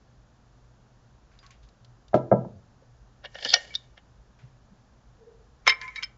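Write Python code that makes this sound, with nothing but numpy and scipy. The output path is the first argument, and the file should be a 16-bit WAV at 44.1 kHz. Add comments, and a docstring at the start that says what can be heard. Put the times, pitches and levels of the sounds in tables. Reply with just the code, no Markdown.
"""A steel tape measure handled at a table in a quiet room, close to a small computer microphone.
Fingers tick and brush; two heavy thumps ring the table top and the room (2.1, 2.3 s).
One pull draws the blade, scraping and clacking in the mouth of its case (3.2-4 s).
A drinking glass hums as it is lifted (5.3 s); the blade clatters, rubs and squeaks on it (5.7-6.1 s)."""
import sys
import numpy as np
from scipy import signal
from scipy.fft import rfft, irfft
from scipy.io import wavfile

SR = 44100
rng = np.random.default_rng(int(sys.argv[2]) if len(sys.argv) > 2 else 0)


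def transcribe(signal):
    """Save signal, clipped to [-1, 1], as a 16-bit WAV file at the path in sys.argv[1]."""
    frames = np.atleast_2d(signal).T
    limited = np.clip(frames, -1, 1)
    pcm = np.round(limited * 32767).astype(np.int16)
    wavfile.write(sys.argv[1], SR, pcm)


N = 272139
TIME = np.arange(N) / SR
AGE = TIME[:SR // 2]

# blade knocks in the case mouth: t/s, case level/dB, case f/Hz, steel level/dB, steel f/Hz
CLACKS = [(3.2414, -47, 1100, -51.5, 3430), (3.2490, -37, 950, -47.5, 3200),
          (3.2560, -39.5, 950, -44, 3370), (3.346, -52.5, 1200, -51, 5340), (3.3535, -37, 1000, -43, 3160),
          (3.3865, -41, 1200, -51.5, 3400), (3.425, -48.5, 1000, -37.5, 3300),
          (3.4485, -38.5, 1100, -28, 4830), (3.455, -34, 750, -37.5, 3400), (3.49, -59.5, 1300, -31, 4600),
          (3.503, -56, 1300, -26, 3970), (3.5390, -16, 1900, -9.5, 5023), (3.5420, -21, 1700, -17.5, 4700),
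          (3.564, -34, 850, -44.5, 3003), (3.74, -44.5, 2600, -43, 3600), (3.7516, -42, 2600, -29.5, 4900),
          (3.9770, -48, 1300, -56, 2794)]
# case and coiled blade: f/Hz, level/dB, t60/s
CASE_MODES = [(514, -13, 0.051), (586, -17.5, .16), (715, -12, 0.0606), (1457, -11.5, .024),
              (1842, -15, 0.2), (2140, -9.5, .025), (2270, -15.5, .075), (2980, -10.5, 0.12),
              (3270, -8, .035), (3570, -16.5, 0.18), (4200, -13, .035), (4460, -12, .03), (5000, -13, .037),
              (5580, -8.5, .05)]
# case mouth resonances: f/Hz, width/Hz, level/dB
MOUTH_BANDS = [(540, 170, 4.5), (733.4, 170, 0), (1467, 120, 0.5), (1755, 260, 7.5), (2040, 210, 0),
               (2890, 330, 4), (3280, 260, 4), (3577, 350, 1), (4236, 190, -0.5), (4600, 670, 1.5),
               (5067, 360, 0), (5870, 460, -3), (6250, 400, -6.5), (7000, 170, -6.5)]
# envelope of the pull: t/s, rattle gain/dB, zing gain/dB
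PULL = [(3.33, -63.5, -72), (3.355, -52, -62), (3.40, -49, -55), (3.44, -41, -37), (3.468, -32.5, -40),
        (3.483, -43, -38.5), (3.494, -47, -28.5), (3.525, -42.5, -30), (3.552, -30, -28),
        (3.585, -43.5, -55.5), (3.70, -58, -62), (3.85, -75, -75.5)]
# flexing steel: f/Hz
ZING_HZ = [3230, 3580, 4400, 4620, 5010]
# lone partials of blade or glass: t/s, level/dB, f/Hz, t60/s
PINGS = [(1.389, -52, 4840, 0.11), (3.4478, -21.5, 2985, 0.058), (3.539, -18, 4580, 0.021),
         (3.539, -23.5, 680, 0.038), (3.551, -28, 5760, 0.082), (3.563, -29, 2870, 0.053),
         (3.703, -43, 2280, 0.18), (3.7515, -12.5, 3574, 0.022), (3.7555, -14, 3753, .024),
         (5.667, -27.5, 458, 0.12), (5.667, -18.5, 2072, 0.088), (5.695, -21, 2124, 0.19),
         (5.739, -41, 5260, 0.093), (5.815, -34, 1736, 0.16), (5.878, -32, 2230, .08),
         (5.96, -33, 1787, 0.057), (5.958, -39.5, 3850, 0.13), (5.96, -44, 4480, .09),
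         (6.033, -36.5, 3107, 0.048)]
# blade taps on the glass: t/s, level/dB, centre f/Hz, relative crack level/dB, crack t60/s
GLASS_TAPS = [(5.6674, -20.5, 1710, -6.5, 0.034), (5.677, -11.5, 2500, 3, 0.0028),
              (5.687, -31, 1900, -5, 0.031), (5.6945, -17.5, 2570, -11.5, 0.054),
              (5.7003, -19.5, 2300, -10.5, .02), (5.7230, -29, 1310, -7, .03),
              (5.8143, -36.5, 2640, -4, 0.022), (5.8785, -47.5, 2330, 1, .009),
              (5.959, -35.5, 3160, -9, 0.037), (6.026, -33.5, 2280, -4, 0.017),
              (6.0317, -29.5, 3300, -1, 0.017)]
# glass and free blade: f/Hz, level/dB, t60/s
GLASS_MODES = [(455, -21, .08), (1045, -18, .12), (1320, -22, .12), (1523, -23, .11), (1756, -17, .14),
               (1900, -17, .08), (2071, -13, .07), (2112, -11, .12), (2215, -14, .11), (2318, -12, .13),
               (2800, -18, .05), (3092, -16, .08), (3283, -18, .05), (3703, -18, .06), (3900, -18, .06),
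               (4530, -17, .05), (5215, -18, .11), (6585, -25, .06)]
# crack of steel on glass: f/Hz, relative density/dB
CRACK_SPECTRUM = [(280, -29.5), (450, 0), (650, -14), (1050, 7.5), (2300, -0.5), (3000, 0), (5500, 1),
                  (6100, 2.5), (7200, -6), (7800, -19.5)]
# blade drags on the glass: peak t/s, level/dB
RUBS = [(5.70, -45.5), (5.835, -41.5), (5.905, -57.5), (5.982, -44.5)]
# stick-slip on the glass: centre t/s, length/s, f/Hz, level/dB
SQUEAKS = [(1.45, 0.052, 1113, -56.5), (1.509, 0.039, 1080, -59.5), (5.679, 0.011, 2144, -11),
           (5.679, .014, 5280, -18), (5.696, 0.016, 5190, -18), (5.726, 0.018, 2290, -24.5),
           (5.855, 0.13, 1025, -42.5), (5.986, 0.021, 2228, -32), (6.04, 0.022, 5170, -29)]
# hum of the lifted glass: peak t/s, level/dB
LIFT_SWELLS = [(5.231, -56.5), (5.30, -49.5), (5.42, -64.5)]
# heavy thumps on the table, each a hollow knock with a quick repeat, then a low thud:
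# t/s, knock level/dB, knock cut-off/Hz, knock f/Hz, repeat level/dB, repeat f/Hz, thud level/dB
THUMPS = [(2.1408, -5.5, 2287, 624.5, -12, 655, -14), (2.3137, -5.5, 1152, 590, -5.5, 665, -21.5)]
# soft bumps on the table: t/s, level/dB, f/Hz
BUMPS = [(2.131, -24, 737), (2.173, -28, 734), (2.322, -18.5, 197), (2.334, -15.5, 540),
         (2.375, -25.5, 195), (2.447, -37, 850), (2.454, -33.5, 200), (2.538, -42, 97.5),
         (2.820, -50.5, 540), (3.449, -40.5, 259), (4.424, -41.5, 128.4), (4.712, -47, 188)]
# table top: f/Hz, level/dB, t60/s
TABLE_MODES = [(125.5, -22, 0.22), (165, -22.5, .12), (203, -20, .22), (264, -31, 0.17), (345, -22.5, .12),
               (438, -24.5, 0.48), (490, -27.5, .2), (585.4, -23, .22), (675, -26.5, .11), (807, -35.5, .2),
               (877, -27.5, .15), (985, -24.5, .07), (1215, -22, .04), (1322, -22, 0.066),
               (1633, -24.5, .05), (2100, -32, .05)]
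# things picked up: t/s, level/dB, centre f/Hz
TICKS = [(1.389, -51.5, 3700), (1.464, -49.5, 4500), (1.507, -49.5, 6700), (1.688, -56.5, 4160),
         (1.8464, -50.5, 3670), (2.082, -53, 4040)]
# fingers and sleeves: t/s, level/dB, centre f/Hz, t60/s
BRUSHES = [(1.314, -66, 1590, 0.76), (1.428, -56, 1500, .3), (1.506, -55.5, 2350, 0.19),
           (1.629, -63.5, 3580, .2), (2.142, -44, 2700, 0.14), (4.389, -62, 1780, .4)]
# room modes: f/Hz, width/Hz, gain/dB
ROOM_MODES = [(127, 15, -2), (974, 20, -4.5), (1335, 18, -9.5)]
# room decay: f/Hz, t60/s
ROOM_T60 = [(125, 0.57), (500, 0.35), (2000, 0.3), (7000, 0.075)]
# room drones: f/Hz, width/Hz, level/dB
DRONES = [(51.28, 20, -60), (120.6, 3.6, -63)]
# air noise: f/Hz, relative density/dB
AIR_SPECTRUM = [(20, -13.5), (90, -15.5), (120, -5.5), (150, -14.5), (210, -10.5), (330, -19.5),
                (750, -19.5), (1750, -27), (2050, -34), (6800, -35.5), (8000, -42)]


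def clacks():
    """Each knock sounds hollow case and bright steel; softer knocks smear longer."""
    hollow, steel = [], []
    for s, case_db, case_hz, steel_db, steel_hz in CLACKS:
        crack_t60_s = .015 * 2 ** (-max(case_db, steel_db) / 30.5)
        hollow.append((s, case_db, case_hz, 1.3, -3, crack_t60_s))
        steel.append((s, steel_db, steel_hz, .24, -1.5, crack_t60_s))
    return (steel_hits(hollow, CASE_MODES, case_crack, grip_t60_s=.2, graze_db=-10, graze_s=.006)
            + steel_hits(steel, CASE_MODES, case_crack, grip_t60_s=.06, graze_db=-14.5, graze_s=.004))


def steel_hits(hits, modes, contact_noise, grip_t60_s, graze_db, graze_s):
    """The blade grazes, then catches with a crack and a ring; the hand damps the ring."""
    out = np.zeros(N)
    lead, attack, size = int(.03 * SR), int(.005 * SR), int(.16 * SR)
    for s, db, hz, octaves, crack_db, crack_t60_s in hits:
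        grit = contact_noise(lead + size)
        crack = amp(crack_db) * grit[lead:] * fade(crack_t60_s, size)
        graze = amp(graze_db) * grit[:lead] * np.exp(-AGE[:lead] / graze_s)[::-1]
        body = ring(modes, loose=True, size=size) * fade(grip_t60_s, size)
        hit = band(np.concatenate([graze, crack + body]), hz, octaves, order=2)
        add(out, s - lead / SR, amp(db) * hit / np.std(hit[lead:lead + attack]))
    return out


def scrape():
    """Sliding blade: friction rattles case and mouth, catches ring the steel, creep hisses."""
    friction = slips(per_s=700, spread_db=4.5)
    force = lowpass(friction, 3200) + amp(-1.5) * band(friction, 580, octaves=1)
    rattle = amp(-7) * rubbed(force, CASE_MODES, damping_hz=35.86) + amp(-6) * mouth(friction)
    catches = slips(per_s=800, spread_db=3)
    zing = unit(sum(resonate_twice(catches, hz, width_hz=160) for hz in ZING_HZ))
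    creep = slips(per_s=3000, spread_db=2.5)
    creep_in_case = rubbed(band(creep, 2100, octaves=.3), CASE_MODES, damping_hz=40)
    hiss = unit(unit(band(creep, 5200, octaves=.47)) + creep_in_case)
    times_s, *levels_db = np.transpose(PULL)
    rattle_gain, zing_gain = [amp(np.interp(TIME, times_s, db, -np.inf, -np.inf)) for db in levels_db]
    hiss_gain = swell(peak_s=3.5, db=-43.5, rise_db_per_s=130, fall_db_per_s=80)
    return rattle_gain * rattle + zing_gain * zing + hiss_gain * hiss


def mouth(force):
    """Case mouth: steep resonances, deep valleys; rms 1."""
    return unit(sum(amp(db) * resonate_twice(force, hz, width_hz) for hz, width_hz, db in MOUTH_BANDS))


def case_crack(size):
    """Contact noise, steel on case."""
    run_in = SR // 100
    return mouth(rng.standard_normal(size + run_in))[run_in:]


def pings():
    """Blade or glass rings on at a pitch set by the struck spot."""
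    out = np.zeros(N)
    attack = 1 - np.exp(-(AGE / .0012) ** 2)
    for s, db, hz, t60_s in PINGS:
        add(out, s, amp(db) * wavering_tone(hz, len(AGE)) * fade(t60_s) * attack)
    return out


def clatter(gap_s=.0055, loss_db=10.5):
    """The springy blade touches the glass three times a tap, each touch weaker."""
    hits = []
    for s, db, hz, crack_db, crack_t60_s in GLASS_TAPS:
        octaves = max(5.4 + .27 * db, 1)
        for bounce, jitter in enumerate(rng.uniform(.8, 1.2, 3)):
            touch_db = db - loss_db * bounce
            hits.append((s + gap_s * bounce * jitter, touch_db, hz, octaves, crack_db, crack_t60_s))
    return steel_hits(hits, GLASS_MODES, glass_crack, grip_t60_s=.29, graze_db=-19.5, graze_s=.0045)


def glass_crack(size):
    """Contact noise, steel on glass."""
    return noise(CRACK_SPECTRUM, size)


def rubbing():
    """The blade drags grittily on the glass and drives its lower modes."""
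    pressure = sum(swell(s, db, rise_db_per_s=474.5, fall_db_per_s=205.5) for s, db in RUBS)
    friction = slips(per_s=2000, spread_db=-3.5)
    ringing = rubbed(band(friction, 1100, octaves=1, order=2), GLASS_MODES, damping_hz=10)
    grit = amp(-14) * unit(band(friction, 5400, octaves=.84))
    return pressure * (ringing + grit)


def squeaks():
    """Fingers or blade edge stick and slip on the glass: brief tones."""
    out = np.zeros(N)
    for s, length_s, hz, db in SQUEAKS:
        window = signal.windows.cosine(int(length_s * SR))
        add(out, s - length_s / 2, amp(db) * window * wavering_tone(hz, len(window)))
    return out


def lifted_glass():
    """One narrow, hollow resonance stirred by the hand."""
    hum = unit(resonate_twice(rng.standard_normal(N), hz=457, width_hz=41.2))
    return hum * sum(swell(s, db, rise_db_per_s=277, fall_db_per_s=184.5) for s, db in LIFT_SWELLS)


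def table_blows(thud_hz=346.7, cutoff_ratio=1.5):
    """Thumps (knock, quick repeat, low thud), then bumps: t/s, level/dB, cut-off/Hz, f/Hz."""
    blows = []
    for s, knock_db, cutoff_hz, knock_hz, repeat_db, repeat_hz, thud_db in THUMPS:
        blows += [(s, knock_db, cutoff_hz, knock_hz),
                  (s + .0081, repeat_db, 950, repeat_hz),
                  (s + .012, thud_db, cutoff_ratio * thud_hz, thud_hz)]
    return blows + [(s, db, cutoff_ratio * hz, hz) for s, db, hz in BUMPS]


def table_thumps(rise_cycles=2.3):
    """A hollow knock, then the top rings; soft contacts reach only the low modes."""
    out = np.zeros(N)
    for s, db, cutoff_hz, knock_hz in table_blows():
        rise = AGE * knock_hz / rise_cycles
        knock = (rise * np.exp(1 - rise)) ** 3 * np.sin(2 * np.pi * knock_hz * AGE)
        top = amp(4.5) * ring(TABLE_MODES, loose=False) * (1 - np.exp(-AGE / .00027))
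        add(out, s, amp(db) * lowpass(knock + top, cutoff_hz))
    return out


def handling():
    """Dry ticks of things picked up; longer brushes of fingers and sleeves."""
    out = np.zeros(N)
    for s, db, hz in TICKS:
        tick = unit(band(rng.standard_normal(len(AGE)), hz, octaves=.26))
        add(out, s, amp(db) * tick * fade(t60_s=.03))
    for s, db, hz, t60_s in BRUSHES:
        brush = unit(band(rng.standard_normal(len(AGE)), hz, octaves=.44))
        add(out, s, amp(db) * brush * fade(t60_s))
    return out


def boom(thumps, delay_s=.03):
    """Room modes swell after each thump and outlast it."""
    out = np.zeros(N)
    for hz, width_hz, db in ROOM_MODES:
        add(out, delay_s, amp(db) * resonate(resonate(thumps, hz, width_hz), hz, 2 * width_hz))
    return out


def room(x, wet_db):
    """Direct sound plus a diffuse tail; treble dies first."""
    tail = sum(band(rng.standard_normal(len(AGE)), hz, octaves=.5, order=2) * fade(at_hz(ROOM_T60, hz))
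               for hz in 90 * 2. ** np.arange(7))
    tail *= 1 - np.exp(-AGE / .0033)
    return x + amp(wet_db) * signal.fftconvolve(x, tail / np.linalg.norm(tail))[:N]


def room_tone():
    """Faint air noise over low, unevenly swelling drones."""
    drift = amp(1.5 * unit(band(rng.standard_normal(N), hz=5, octaves=1, order=2)))
    drones = np.zeros(N)
    for hz, width_hz, db in DRONES:
        drive = band(rng.standard_normal(N), hz, octaves=.53)
        drones += amp(db) * unit(drift * resonate(drive, hz, width_hz))
    return drones + amp(-62) * noise(AIR_SPECTRUM, N)


def ring(modes, loose, size=None):
    """Struck body; a loose part lands on a new spot each time, so modes start out of step."""
    scatter_db = (3 if loose else 1.5) * rng.standard_normal(len(modes))
    phases = loose * rng.uniform(0, 2 * np.pi, len(modes)) + np.pi * np.arange(len(modes))
    return sum(amp(db + offset_db) * np.sin(2 * np.pi * hz * AGE[:size] + phase) * fade(t60_s, size)
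               for (hz, db, t60_s), offset_db, phase in zip(modes, scatter_db, phases))


def slips(per_s, spread_db):
    """Friction: dense tiny slips of uneven size."""
    impulses = (rng.random(N) < per_s / SR) * rng.choice([-1, 1], N)
    return impulses * amp(spread_db * np.minimum(rng.exponential(1, N), 4))


def rubbed(force, modes, damping_hz):
    """Body under friction; long-ringing modes gather most; rms 1."""
    return unit(sum(resonate(force, hz, damping_hz + 2 / t60_s) * amp(db) * t60_s
                    for hz, db, t60_s in modes))


def wavering_tone(hz, size, waver_hz=45, waver_db=2, waver_rad=.25):
    """One partial; the loose blade unsettles level and pitch."""
    level, phase = [unit(lowpass(rng.standard_normal(SR), waver_hz))[-size:] for _ in range(2)]
    return amp(waver_db * level) * np.sin(2 * np.pi * hz * AGE[:size] + waver_rad * phase)


def swell(peak_s, db, rise_db_per_s, fall_db_per_s):
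    """Gain of a stroke that rises and dies away."""
    before_s, after_s = np.maximum(peak_s - TIME, 0), np.maximum(TIME - peak_s, 0)
    return amp(db - rise_db_per_s * before_s - fall_db_per_s * after_s)


def fade(t60_s, size=None):
    """Free decay."""
    return np.exp(-np.log(1000) * np.minimum(AGE[:size] / max(t60_s, .002), 3))


def noise(spectrum, size):
    """Coloured noise, rms 1."""
    gain = amp(at_hz(spectrum, np.fft.rfftfreq(size, 1 / SR)))
    return unit(irfft(rfft(rng.standard_normal(size)) * gain, size))


def at_hz(points, hz):
    """Table lookup on a log-frequency axis."""
    points_hz, values = np.transpose(points)
    return np.interp(np.log(hz + 1), np.log(points_hz), values)


def resonate(x, hz, width_hz):
    """One resonance, peak gain 1."""
    radius = np.exp(-np.pi * width_hz / SR)
    feedback = [1, -2 * radius * np.cos(2 * np.pi * hz / SR), radius ** 2]
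    return signal.lfilter(np.array([1, 0, -1]) * (1 - radius ** 2) / 2, feedback, x + 1e-18)


def resonate_twice(x, hz, width_hz):
    return resonate(resonate(x, hz, width_hz), hz, width_hz)


def band(x, hz, octaves, order=1):
    """Band-pass, `octaves` to each side."""
    edges_hz = [hz / 2 ** octaves, min(hz * 2 ** octaves, .45 * SR)]
    return signal.sosfilt(signal.butter(order, edges_hz, "band", fs=SR, output="sos"), x + 1e-18)


def lowpass(x, hz):
    return signal.sosfilt(signal.butter(2, hz, fs=SR, output="sos"), x)


def low_cut(x, hz):
    """A body radiates little below its lowest mode."""
    return signal.sosfilt(signal.butter(4, hz, "high", fs=SR, output="sos"), x + 1e-18)


def amp(db):
    return 10 ** (np.asarray(db) / 20)


def unit(x):
    """Scale to rms 1."""
    return x / np.sqrt(np.mean(x ** 2) + 1e-20)


def add(track, s, sound):
    start = int(s * SR)
    track[start:start + len(sound)] += sound[:N - start]


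def scene():
    """Table, tape and glass in one small room; mono."""
    thumps = low_cut(table_thumps(), hz=67.4)
    tape = low_cut(clacks() + scrape() + pings(), hz=377.7)
    glass = low_cut(clatter() + rubbing() + squeaks(), hz=357) + lifted_glass()
    mix = room(thumps, wet_db=-18) + boom(thumps)
    mix += room(tape + handling(), wet_db=-25.5)
    mix += room(glass, wet_db=-24.5)
    return (mix + room_tone())[None]


def record(dry):
    """Microphone: band-limited, clips the highest peaks."""
    cutoff_hz, overload = 7600, .85
    cut = signal.butter(20, cutoff_hz, fs=SR, output="sos")
    clipped = np.clip(signal.sosfilt(cut, dry), -overload, overload)
    return signal.sosfiltfilt(cut, clipped)


dry = scene()
out = record(dry)
transcribe(out)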